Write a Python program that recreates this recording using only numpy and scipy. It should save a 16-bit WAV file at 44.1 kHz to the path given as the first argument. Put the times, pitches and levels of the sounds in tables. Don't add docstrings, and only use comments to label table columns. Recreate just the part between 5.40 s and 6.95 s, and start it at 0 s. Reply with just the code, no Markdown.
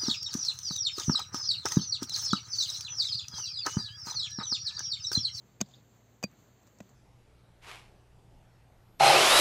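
import sys
import numpy as np
from scipy import signal
from scipy.fft import rfft, irfft, next_fast_len
from scipy.io import wavfile
from scipy.ndimage import uniform_filter1d, map_coordinates

SR = 44100
rng = np.random.default_rng(int(sys.argv[2]) if len(sys.argv) > 2 else 0)


def bounce(signal):
    frames = np.transpose(np.atleast_2d(signal))
    limited = np.clip(frames, -1, 1)
    pcm = np.round(limited * 32767).astype(np.int16)
    wavfile.write(sys.argv[1], SR, pcm)


def rack_gain(trim_db):
    fader = np.asarray(trim_db, float)
    return 10 ** (fader / 20)


N = 68355


def unit(x):
    return x / np.sqrt(np.mean(x ** 2) + 1e-20)


def along(points, hz):
    point_hz, value = np.transpose(points)
    return np.interp(np.log(hz + 1), np.log(point_hz + 1), value)


def wobble(rate_hz):
    knots = rng.standard_normal(int(N * rate_hz / SR) + 4)
    return map_coordinates(knots, [np.arange(N) * rate_hz / SR])


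def filtered(x, response):
    size = 2 * next_fast_len(len(x) // 2 + 4096)
    spectrum = rfft(x, size) * response(np.fft.rfftfreq(size, 1 / SR))
    return irfft(spectrum, size)[:len(x)]


def add(out, start_s, x):
    part = out[round(start_s * SR):][:len(x)]
    part += x[:len(part)]


def ring(modes, attack_s, scatter_db):
    t = np.arange(SR // 5) / SR
    out = np.zeros(len(t))
    for pitch_hz, level_db, t60_s in modes:
        hit_db = level_db + scatter_db * rng.standard_normal()
        out += rack_gain(hit_db - 60 * t / t60_s) * np.sin(2 * np.pi * pitch_hz * t)
    return out * (1 - np.exp(-t / attack_s))


def burst(colour, t60_s):
    t = np.arange(SR // 5) / SR
    noise = filtered(rng.standard_normal(len(t)), lambda hz: rack_gain(along(colour, hz)))
    return unit(noise) * rack_gain(-60 * t / t60_s)


# start_s, crack_db, edge_db, head_db, free (share of the free ring time)
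BLADE_CONTACTS = [(0.2051, -43.5, -35, -40, 0.46), (0.2077, -44, -56, -53, 0.44),
                  (0.21, -39, -48, -48, 0.44), (.2129, -26, -2, -40, 0.28), (0.215, -35, -33, -33, 0.21),
                  (.828, -39, -28, -50, 1.3), (0.8311, -43, -40, -46.5, 0.82),
                  (.835, -43.5, -44, -34, 1.02), (0.8386, -31, -13, -33.5, 0.94),
                  (.843, -41.5, -40, -59, 1.05), (1.404, -50, -52, -69, 0.25), (1.4065, -50, -58, -63, .3)]
# pitch_hz, level_db, t60_s
HEAD_MODES = [(2461, 1, 0.041), (4706, -3, 0.054), (4708, -27, .1), (7650, -19, .05), (3300, -16.5, 0.011),
              (5410, -7, 0.013), (13800, 1, 0.011)]
# pitch_hz, level_db, t60_s
EDGE_MODES = [(6530, 3.5, .004), (7290, -5, .005), (12900, -18, 0.0082), (6540, -29, 0.019)]
# freq_hz, level_db
CRACK_COLOUR = [(300, -7), (1000, 7.5), (3000, -4), (6000, 1), (16000, -3.5)]
CRACK_T60_S, SPLINTER_T60_S, SPLINTER_DB = 0.013, 0.046, -18.5


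def hatchet():
    out = np.zeros(N)
    for start_s, crack_db, edge_db, head_db, free in BLADE_CONTACTS:
        crack = burst(CRACK_COLOUR, CRACK_T60_S)
        crack += rack_gain(SPLINTER_DB) * burst(CRACK_COLOUR, SPLINTER_T60_S)
        damped_modes = [(hz, db, t60_s * free) for hz, db, t60_s in HEAD_MODES]
        head = ring(damped_modes, attack_s=0.00093, scatter_db=1.4)
        edge = ring(EDGE_MODES, attack_s=0.0022, scatter_db=0.73)
        add(out, start_s, rack_gain(crack_db) * crack + rack_gain(edge_db) * edge + rack_gain(head_db) * head)
    return out


# start_s, knock_db, pitch_hz (of the knock), thump_db
WOOD_CONTACTS = [
    (0.2066, -42.5, 715, -32.5),
    (0.2109, -39, 910, -44),
    (0.2148, -36, 639, -21),
    (.8284, -39, 742, -68),
    (.8388, -33.5, 611, -52),
    (0.8405, -38, 528, -22),
    (1.4039, -40.5, 622.6, -58),
    (1.408, -49, 607, -35.5),
]
# pitch_ratio, level_db, t60_s
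KNOCK_MODES = [(0.983, 3, 0.025), (0.672, -5.5, 0.022), (1.45, -14, 0.0165), (2.42, -11.5, 0.02),
               (3.12, -10.5, 0.017), (4, -9, 0.019)]
# pitch_hz, level_db, t60_s
THUMP_MODES = [(198.3, 0.5, 0.049), (138.3, -22, 0.18), (105, -21, 0.073)]


def branch():
    out = np.zeros(N)
    for start_s, knock_db, pitch_hz, thump_db in WOOD_CONTACTS:
        modes = [(pitch_hz * ratio, db, t60_s) for ratio, db, t60_s in KNOCK_MODES]
        knock = ring(modes, attack_s=0.00027, scatter_db=1.5)
        thump = ring(THUMP_MODES, attack_s=0.0004, scatter_db=0.21)
        add(out, start_s, rack_gain(thump_db) * thump - rack_gain(knock_db) * knock)
    return out


# centre_s, length_s, pitch_hz, width_hz, level_db
WHIRRS = [
    (0.23, 0.022, 3600, 600, -66),
    (0.257, 0.043, 4600, 1100, -70),
    (0.331, 0.13, 6850, 950, -72.5),
    (.344, .017, 3580, 350, -57.5),
    (0.364, 0.036, 4640, 603, -71),
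    (0.372, 0.063, 3730, 700, -73),
    (0.32, 0.26, 3940, 2000, -73),
    (0.924, 0.055, 1500, 1800, -70.5),
]
WHIRR_GRAIN_DB = 3


def chips():
    out, t = np.zeros(N), np.arange(N) / SR
    for centre_s, length_s, pitch_hz, width_hz, level_db in WHIRRS:
        band = filtered(rng.standard_normal(N), lambda hz: np.exp(-((hz - pitch_hz) / width_hz) ** 2 * 2))
        grainy = unit(band * rack_gain(WHIRR_GRAIN_DB * wobble(159.9)))
        swell = np.exp(-2 * ((t - centre_s) / length_s * 2) ** 2)
        out += rack_gain(level_db) * grainy * swell
    return out


# start_s, level_db, t60_s
TICK_EVENTS = [
    (.262, -67, 0.029),
    (.2872, -60.5, 0.028),
    (0.914, -60, 0.011),
    (1.2311, -62, 0.016),
    (1.268, -59, 0.017),
    (1.2733, -61, 0.038),
    (1.3858, -58, 0.031),
    (1.428, -63, .015),
    (1.445, -69.5, 0.019),
    (1.4918, -59.5, 0.027),
]
# freq_hz, level_db
TICK_COLOUR = [(300, -2), (900, 11.5), (3000, -11), (7000, 5.5), (16000, -5)]


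def ticks():
    out = np.zeros(N)
    for start_s, level_db, t60_s in TICK_EVENTS:
        add(out, start_s, rack_gain(level_db) * burst(TICK_COLOUR, t60_s))
    return out


# freq_hz, density_db (per Hz)
AIR_COLOUR = [(30, -36), (60, -23), (90, -5), (200, -9.5), (430, -13.5), (1200, -22.5), (3000, -29.5),
              (16000, -30)]
# time_s, level_db
HISS_LEVEL = [(0.0, -67.5), (0.332, -66.5), (0.816, -67), (1.01, -65), (1.398, -67), (1.55, -66.5)]
# from_hz, level_db
TREBLE_SHELVES = [(0, -2.5), (4750, -9.5), (6050, 1), (7700, -11), (8600, -22), (11500, -11.5), (13000, -7),
                  (15600, -50)]


def fire_hiss():
    cells = signal.stft(rng.standard_normal(N), nperseg=512)[2]
    patches = uniform_filter1d(rng.standard_normal(cells.shape), size=8, axis=0)
    patches = unit(uniform_filter1d(patches, size=8, axis=1))
    hiss = signal.istft(cells * rack_gain(1.04 * patches), nperseg=512)[1][:N]
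    from_hz, shelf_db = np.transpose(TREBLE_SHELVES)

    def colour(hz):
        shelf = np.searchsorted(from_hz, hz, "right") - 1
        return rack_gain(along(AIR_COLOUR, hz) + shelf_db[shelf])

    level_db = np.interp(np.arange(N) / SR, *np.transpose(HISS_LEVEL)) + 2.0
    return rack_gain(level_db + 0.72 * wobble(14.1)) * unit(filtered(hiss, colour))


# pitch_hz, level_db (rms), shake_db (unsteadiness), drift (share of pitch)
HUM_TONES = [(57.3, -75.5, .4, 0.0015), (117, -68, 2.5, 0.041), (203, -77, 2.5, 0.045),
             (240, -80, 2.5, 0.0407)]


def engine_hum():
    out = np.zeros(N)
    for pitch_hz, level_db, shake_db, drift in HUM_TONES:
        level = np.sqrt(2) * rack_gain(level_db + shake_db * wobble(18))
        phase = 2 * np.pi * np.cumsum(pitch_hz * (1 + drift * wobble(16))) / SR
        out += level * np.sin(phase)
    return out


# freq_hz, level_db
MIC_RESPONSE = [(20, -45), (70, -11), (150, -2), (7600, 4), (9000, -14.5), (11000, -21.5), (12200, -4),
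                (15300, -13)]


def microphone(x):
    def response(hz):
        cepstrum = irfft(np.log(rack_gain(along(MIC_RESPONSE, hz))))
        half = len(cepstrum) // 2
        fold = np.r_[1, 2 * np.ones(half - 1), np.zeros(len(cepstrum) - half)]
        return np.exp(rfft(cepstrum * fold))
    return filtered(x, response)


def scene():
    near = hatchet() + branch() + chips() + ticks()
    return (microphone(near) + fire_hiss() + engine_hum())[None]


def top_cut(x):
    return signal.sosfilt(signal.butter(12, 16400, fs=SR, output="sos"), x)


def record(dry):
    top_hz = 15700
    mix = filtered(dry[0], lambda hz: 1 / (1 + (hz / top_hz) ** 80))[None]
    return top_cut(mix)


dry = scene()
out = record(dry)
bounce(out)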